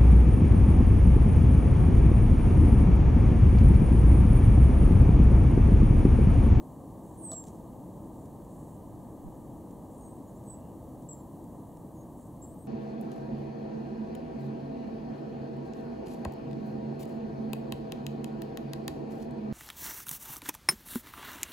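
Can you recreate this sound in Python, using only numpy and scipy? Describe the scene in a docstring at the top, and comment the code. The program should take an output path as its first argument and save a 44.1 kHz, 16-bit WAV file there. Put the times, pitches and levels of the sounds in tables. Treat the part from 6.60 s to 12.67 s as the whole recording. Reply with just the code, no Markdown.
"""Thin, falling whistles and short sharp calls: a goldcrest in ivy, each note one pure, trembling tone.
It flicks off its twig with two wing strokes, bursts of noise over a short ring, and ticks and rustles follow.
It keeps calling from deeper in the hedge, whose leaves scatter the sound as dense, fading echoes.
Other birds glide faintly far off. Distant traffic, garden air and breeze on the microphone ports are coloured
noise; the camera hisses, and its lens motor whirs faintly now and then as resonant noise."""
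import sys
import numpy as np
from scipy import signal
from scipy.fft import rfft, irfft, next_fast_len
from scipy.io import wavfile
from scipy.ndimage import map_coordinates

SR = 44100
rng = np.random.default_rng(int(sys.argv[2]) if len(sys.argv) > 2 else 0)


def output_pcm(signal):
    """Save a mono or channel-first signal as 16-bit PCM at the path in sys.argv[1].

    Samples are clipped to [-1, 1] before scaling.
    """
    pcm = np.clip(np.atleast_2d(signal).T, -1, 1) * 32767
    wavfile.write(sys.argv[1], SR, np.round(pcm).astype(np.int16))


N = 267775

# In every table a positive left-right level in dB is louder on the left.
# Long falling whistles. Each row: start in seconds, length in seconds, slide in seconds, final pitch in Hz,
# level in dB, soft opening in dB, left-right level in dB, share scattered by the leaves in dB.
WHISTLES = [(0.572, 0.28, .265, 7407, -43, -13, -2, -12), (1.35, .18, .15, 8370, -77, -1, 3, -8),
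            (3.362, 0.23, .18, 8090, -65.5, -1.5, 2, -0.5), (5.83, 0.16, .125, 8330, -65, -5, 7, -15)]
# Every whistle starts on the same pitch, slides down ever more slowly and levels off.
WHISTLE_TOP_HZ, SLIDE_BEND = 8894, 1.5
OPENING_S, SWELL_S, WHISTLE_ATTACK_S, WHISTLE_RELEASE_S = 0.058, 0.014, 0.0053, 0.082
# Short arched calls. Each row: start in seconds, length in seconds, top pitch in Hz (before scoop and sag),
# final drop in Hz, lateness of the drop (an exponent), level in dB, attack in seconds, release in seconds,
# left-right level in dB, share scattered by the leaves in dB.
CONTACT_CALLS = [(3.839, 0.14, 8130, 520, 6, -54.5, 0.057, .06, -4.5, -10),
                 (4.488, 0.049, 7856, 420, 1.4, -51.5, 0.0018, 0.0033, 2, -4),
                 (5.8175, .045, 7745, 120, 2.2, -56.5, .002, .004, 0, -3.5)]
SCOOP_HZ, SCOOP_S = 480, 0.005  # each call flicks up towards its top pitch
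SAG_HZ_PER_S = 1800  # and sags steadily
# Soft level notes, a little higher at both ends. Each row: start in seconds, length in seconds, pitch in Hz,
# lift at the ends in Hz, level in dB, left-right level in dB.
SOFT_NOTES = [(3.402, .09, 6650, 150, -70.5, 1), (5.347, 0.1, 6610, 280, -72.5, 0),
              (5.975, .07, 8340, 18, -68, 7)]
SOFT_EDGE_S = 0.011
# Tiny rising chips. Each row: start in seconds, starting pitch in Hz, rise in Hz, level in dB.
CHIPS = [(3.672, 6550, 497, -72.5), (3.757, 6400, 1400, -71), (3.854, 6200, 850, -75)]
CHIP_S, CHIP_BEND = 0.028, 0.6
# The two microphone ports hear the highest tones out of step. Each row: Hz, lead of the left in radians.
PORT_LEAD = [(7500, 0.14), (8050, 0.35), (8300, 1.4), (8550, 2.4)]

# Wing strokes against the leaves. Each row: start in seconds, slap in dB, knock in dB, slap's t60 in seconds.
WING_STROKES = [(0.7161, -39.5, -39, 0.03), (0.731, -48, -36, 0.048)]
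# Spectrum of the slap. Each row: Hz, dB.
SLAP_SPECTRUM = [(1500, -12), (2600, -25), (3300, -7), (4150, -4), (4900, -8), (6000, -2.5), (9500, 1),
                 (11500, -11), (15500, -13)]
# Ringing tones of the struck twig and leaf. Each row: Hz, dB, t60 in seconds.
TWIG_MODES = [(500, -8, 0.045), (645, 5.5, 0.042), (1187, -8, 0.045), (4180, -6.5, 0.016)]
# The twig springs back, the bird lands, the leaves settle.
# Each row: start in seconds, level in dB, rise in seconds, t60 in seconds.
RUSTLES = [(.728, -54.5, .008, 0.25), (.861, -53.5, 0.0089, 0.18), (.93, -63, .02, .25)]
# Feet and feathers tick on the ivy. Each row: start in seconds, level in dB, t60 in seconds.
TICKS = [(0.8394, -49.5, 0.018), (0.852, -56, 0.013), (0.8695, -58, 0.011), (.884, -60, 0.02),
         (1.656, -58.5, 0.03), (1.847, -62, .02), (3.108, -61, 0.025), (3.838, -60, 0.019),
         (4.4224, -62, .025), (4.8418, -59, 0.014), (5.171, -54.5, 0.012)]
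# Spectrum of the ticks and rustles. Each row: Hz, dB.
IVY_SPECTRUM = [(1500, -7), (3200, -2.5), (5000, -3.5), (6300, 6), (8500, 10.5), (11000, -3), (15500, -18)]
# Agreement of the two channels for close sounds. Each row: Hz, left-right likeness from 0 to 1.
NEAR_ALIKE = [(600, 0.75), (6800, 1), (8500, 0.44), (15000, .2)]

# Other birds, far off. Each row: start in seconds, length in seconds, pitch in Hz, glide in Hz, level in dB.
FAR_NOTES = [(1.507, .13, 8340, -50, -79), (1.54, .11, 7400, -280, -79), (3.928, .21, 2730, 139, -87)]

# Lens motor runs. Each row: start in seconds, end in seconds, level in dB.
LENS_RUNS = [(0.427, 0.662, -70.5), (1.885, 2.175, -71), (3.3, 3.405, -71), (5.567, 5.68, -70.5)]
# Resonances of the lens barrel, before the response is squared. Each row: Hz, width in Hz, gain in dB.
LENS_MODES = [(6730, 400, -3), (7420, 300, 1.5), (8080, 280, 3), (9520, 550, 1.5)]

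# Spectrum of the traffic's low rumble. Each row: Hz, dB.
RUMBLE_SPECTRUM = [(15, -26.5), (25, -16.5), (38, -14.5), (48, -2), (75, -4), (100, 0.5), (170, 1),
                   (300, 0), (328, 1), (350, -7), (400, -20), (600, -50.5)]
# Spectrum of the tyre wash. Each row: Hz, dB.
WASH_SPECTRUM = [(150, -14), (300, -7), (380, 1.5), (560, 1), (750, -2), (950, -3), (1200, -13),
                 (1330, -23.5), (1420, -47), (1600, -71)]
# Spectrum of the garden air. Each row: Hz, dB.
AIR_SPECTRUM = [(1000, -48), (1430, -11), (1530, 1), (1850, -2), (2200, -10.5), (2580, -15.5), (2900, -7),
                (3500, -9.5), (4300, -9), (5100, -17), (6100, -6), (7500, -1.5), (10000, -12),
                (15000, -21.5)]
# Agreement of the two channels for distant sounds. Each row: Hz, left-right likeness from 0 to 1.
FAR_ALIKE = [(25, .4), (60, 1), (125, 0.97), (500, 0.94), (1000, .98), (4000, 1)]
# Lean of the distant sounds to one side. 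Each row: Hz, left-right level in dB.
FAR_LEAN = [(25, -12.5), (60, 0), (125, -0.7), (250, 0.5), (500, 3), (1000, 0.65), (2000, 1), (8000, -1)]
# Levels ahead of sway, receding and lean.
RUMBLE_DB, WASH_DB, AIR_DB = -45.5, -52, -73
RECEDE_FROM_S, RECEDE_DB_PER_S = 3.94, 0.66  # traffic and air draw slowly away
# Puffs of breeze. Each row: centre in seconds, peak in dB ahead of the flutter, half-length in seconds.
GUSTS = [(2.33, -62, .05), (2.672, -46, .03), (2.88, -64, 0.13)]
BREEZE_DB = -71  # the calm between puffs, ahead of the flutter
# Spectrum of the breeze on the microphone ports. Each row: Hz, dB.
BUFFET_SPECTRUM = [(8, 2), (22, 7.5), (45, 4), (90, -4), (200, -56.5)]
# Spectrum of the camera's hiss. Each row: Hz, dB.
HISS_SPECTRUM = [(3000, -61), (5300, -45), (6500, -30), (8200, 3.5), (10000, 3.5), (13000, 3.5), (15700, 3)]
# Agreement of the two channels of hiss. Each row: Hz, left-right likeness from 0 to 1.
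HISS_ALIKE = [(6800, 0.88), (8200, 0.47), (15000, 0.13)]
TOP_HZ = 15750  # the camera's band limit


def amp(db):
    """Decibels to gain."""
    return 10 ** (np.asarray(db) / 20)


def unit(x):
    """x at rms 1."""
    return x / np.sqrt(np.mean(x ** 2) + 1e-20)


def clock():
    """The time of each sample in seconds."""
    return np.arange(N) / SR


def progress(start, length):
    """0 before the start, rising evenly to 1 over the length."""
    return np.clip((clock() - start) / length, 0, 1)


def along(points, hz):
    """(Hz, value) points read off on a log frequency axis."""
    f, v = np.transpose(points)
    return np.interp(np.log(hz + 1), np.log(f + 1), v)


def gate(start, end, attack, release):
    """1 between start and end, with a smooth rise and fall."""
    rise = (clock() - start) / attack
    fall = (end - clock()) / release
    return np.sin(np.pi / 2 * np.clip(np.minimum(rise, fall), 0, 1)) ** 2


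def burst(start, t60, attack):
    """A quick rise and an exponential decay, as of something struck."""
    t = np.maximum(clock() - start, 0)
    return (1 - np.exp(-t / attack)) * amp(-60 * np.minimum(t / t60, 10))


def sides(db):
    """Left and right gains for a level difference."""
    return amp(np.array([[.5], [-.5]]) * db)


def filtered(x, response):
    """x times a response of frequency."""
    m = next_fast_len(N + SR // 4)
    return irfft(rfft(x, m) * response(np.fft.rfftfreq(m, 1 / SR)), m)[..., :N]


def colour(points):
    """The response of a (Hz, dB) spectrum."""
    return lambda hz: amp(along(points, hz))


def body(modes):
    """The summed response of a few resonances, each with a centre, width and gain."""
    return lambda f: sum(amp(db) * 1j * f * w / (c * c - f * f + 1j * f * w) for c, w, db in modes)


def noise(response, alike):
    """Coloured stereo noise of rms 1; alike is one likeness or (Hz, likeness) points."""
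    def mid_side_response(hz):
        likeness = along(alike, hz) if np.ndim(alike) else alike + 0 * hz
        turn = np.arccos(np.clip(likeness, -1, 1)) / 2
        return response(hz) * np.array([np.cos(turn), np.sin(turn)])

    mid, side = filtered(rng.standard_normal((2, N)), mid_side_response)
    return unit(np.array([mid + side, mid - side]))


def wobble(rate):
    """A smooth random curve, rate knots a second."""
    knots = rng.standard_normal(int(N * rate / SR) + 4)
    return map_coordinates(knots, [np.arange(N) * rate / SR])


def goldcrest():
    """The bird in the ivy: long falling whistles, short contact calls, soft notes and chips."""
    return whistles() + contact_calls() + soft_notes() + chips()


def whistles():
    """Each whistle opens softly, swells, and slides down until it settles on its final pitch."""
    out = np.zeros((2, N))
    for s, length, slide, final_hz, db, opening_db, pan_db, scatter_db in WHISTLES:
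        hz = final_hz + (WHISTLE_TOP_HZ - final_hz) * (1 - progress(s, slide)) ** SLIDE_BEND
        opening = (1 - np.tanh((clock() - s - OPENING_S) / SWELL_S)) / 2
        size = amp(db + opening_db * opening) * gate(s, s + length, WHISTLE_ATTACK_S, WHISTLE_RELEASE_S)
        out += sing(hz, size, pan_db, scatter_db, waver_hz=21.2, flutter_db=0.8)
    return out


def contact_calls():
    """The pitch flicks up towards its top, sags, then drops away towards the end of the call."""
    out = np.zeros((2, N))
    for s, length, top_hz, drop_hz, lateness, db, attack, release, pan_db, scatter_db in CONTACT_CALLS:
        u = progress(s, length)
        age = u * length
        scoop_hz = SCOOP_HZ * np.exp(-age / SCOOP_S)
        hz = top_hz - scoop_hz - SAG_HZ_PER_S * age - drop_hz * u ** lateness
        size = amp(db) * gate(s, s + length, attack, release)
        out += sing(hz, size, pan_db, scatter_db, waver_hz=30, flutter_db=3.0)
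    return out


def soft_notes():
    """Quiet level notes whose pitch is curled up at both ends."""
    out = np.zeros((2, N))
    for s, length, hz, lift_hz, db, pan_db in SOFT_NOTES:
        curl = (2 * progress(s, length) - 1) ** 4  # 1 at both ends, 0 in the middle
        size = amp(db) * gate(s, s + length, SOFT_EDGE_S, SOFT_EDGE_S)
        out += sing(hz + lift_hz * curl, size, pan_db, scatter_db=-12, waver_hz=28.2, flutter_db=2.5)
    return out


def chips():
    """Tiny upward flicks of pitch, fastest at the start."""
    out = np.zeros((2, N))
    for s, start_hz, rise_hz, db in CHIPS:
        hz = start_hz + rise_hz * progress(s, CHIP_S) ** CHIP_BEND
        size = amp(db) * gate(s, s + CHIP_S, attack=0.0036, release=.004)
        out += sing(hz, size, pan_db=0, scatter_db=-8, waver_hz=60.5, flutter_db=0.0)
    return out


def sing(hz, size, pan_db, scatter_db, waver_hz, flutter_db):
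    """The syrinx sings one pure, slightly trembling tone, and the leaves scatter it."""
    phase = 2 * np.pi * np.cumsum(hz + waver_hz * wobble(260)) / SR
    port_phase = np.array([[.5], [-.5]]) * along(PORT_LEAD, hz)
    envelope = np.sqrt(2) * size * amp(flutter_db * wobble(170))  # the root of 2 makes size an rms
    direct = envelope * np.sin(phase + port_phase)
    return sides(pan_db) * direct + amp(scatter_db) * hedge(direct[0])


def hedge(x, near_t60=0.06, far_t60=0.85, far_db=-8, apart_db=-14):
    """Nearby leaves throw back a dense flurry of echoes; the rest of the hedge adds a short, fading tail."""
    t = np.arange(SR // 8) / SR
    flurry = amp(-60 * t / near_t60)
    tail = amp(far_db - 60 * t / far_t60)
    fade_out = np.cos(np.pi / 2 * t / t[-1])
    decay = (flurry + tail) * fade_out * (t > .002)  # no echo in the first 2 ms
    mid, side = rng.standard_normal((2, len(t))) * decay
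    echoes = mid + amp(apart_db) * np.array([side, -side])
    return signal.oaconvolve(x[None], echoes / np.linalg.norm(echoes[0]), axes=1)[:, :N]


def wings():
    """Each stroke slaps the leaves and knocks the twig into a short ring."""
    slap = noise(colour(SLAP_SPECTRUM), NEAR_ALIKE)
    out = np.zeros((2, N))
    for s, slap_db, knock_db, t60 in WING_STROKES:
        ring = np.zeros(N)
        for hz, db, life in TWIG_MODES:
            ring += amp(db) * np.sin(2 * np.pi * hz * (clock() - s)) * burst(s, life, attack=0.0023)
        out += amp(slap_db) * slap * burst(s, t60, attack=0.00059)
        out += amp(knock_db) * ring
    return out


def ivy():
    """The sprung twig rustles in crackly clumps; single ticks follow as the bird hops on."""
    ticks = sum(amp(db) * burst(s, t60, attack=0.00016) for s, db, t60 in TICKS)
    swells = sum(amp(db) * burst(s, t60, rise) for s, db, rise, t60 in RUSTLES)
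    crackle = unit(amp(1.9 * wobble(450)))
    return (ticks + swells * crackle) * noise(colour(IVY_SPECTRUM), NEAR_ALIKE)


def far_bird():
    """Faint gliding notes from far off, blurred by their echoes."""
    out = np.zeros((2, N))
    for s, length, start_hz, glide_hz, db in FAR_NOTES:
        hz = start_hz + glide_hz * progress(s, length)
        size = amp(db) * gate(s, s + length, attack=.03, release=.03)
        out += sing(hz, size, pan_db=-5, scatter_db=-1.3, waver_hz=91, flutter_db=3.5)
    return out


def lens():
    """Close to the microphone, the lens motor whirs in the narrow resonances of its barrel."""
    whir = noise(lambda hz: np.abs(body(LENS_MODES)(hz)) ** 2, NEAR_ALIKE)
    runs = sum(amp(db) * gate(start, end, attack=0.0073, release=0.0072) for start, end, db in LENS_RUNS)
    return whir * runs


def traffic_and_air(sway_db=.5):
    """Far engines rumble and sway, tyres wash and the garden air sounds faintly; all draw slowly away."""
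    recede_db = RECEDE_DB_PER_S * np.maximum(clock() - RECEDE_FROM_S, 0)
    rumble = amp(RUMBLE_DB - recede_db + sway_db * wobble(6.8)) * noise(colour(RUMBLE_SPECTRUM), FAR_ALIKE)
    wash = amp(WASH_DB - recede_db) * noise(colour(WASH_SPECTRUM), FAR_ALIKE)
    air = amp(AIR_DB - recede_db) * noise(colour(AIR_SPECTRUM), FAR_ALIKE)
    return filtered(rumble + wash + air, lambda hz: sides(along(FAR_LEAN, hz)))


def breeze():
    """Puffs of air buffet the microphone ports with low, fluttering noise, partly opposed left to right."""
    puffs = sum(amp(db) * np.exp(-((clock() - s) / half) ** 2) for s, db, half in GUSTS)
    flutter = amp(2.5 * wobble(4.9))
    return (amp(BREEZE_DB) + puffs) * flutter * noise(colour(BUFFET_SPECTRUM), alike=-0.29)


def hiss():
    """The camera's own steady, high noise."""
    return amp(-67.0) * noise(colour(HISS_SPECTRUM), HISS_ALIKE)


def scene():
    """The bird in its hedge, the far birds, the camera and the garden."""
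    bird = goldcrest() + wings() + ivy()
    return bird + far_bird() + lens() + traffic_and_air() + breeze() + hiss()


def record(dry):
    """The camera keeps nothing above its band limit."""
    return filtered(dry, lambda hz: hz < TOP_HZ)


dry = scene()
out = record(dry)
output_pcm(out)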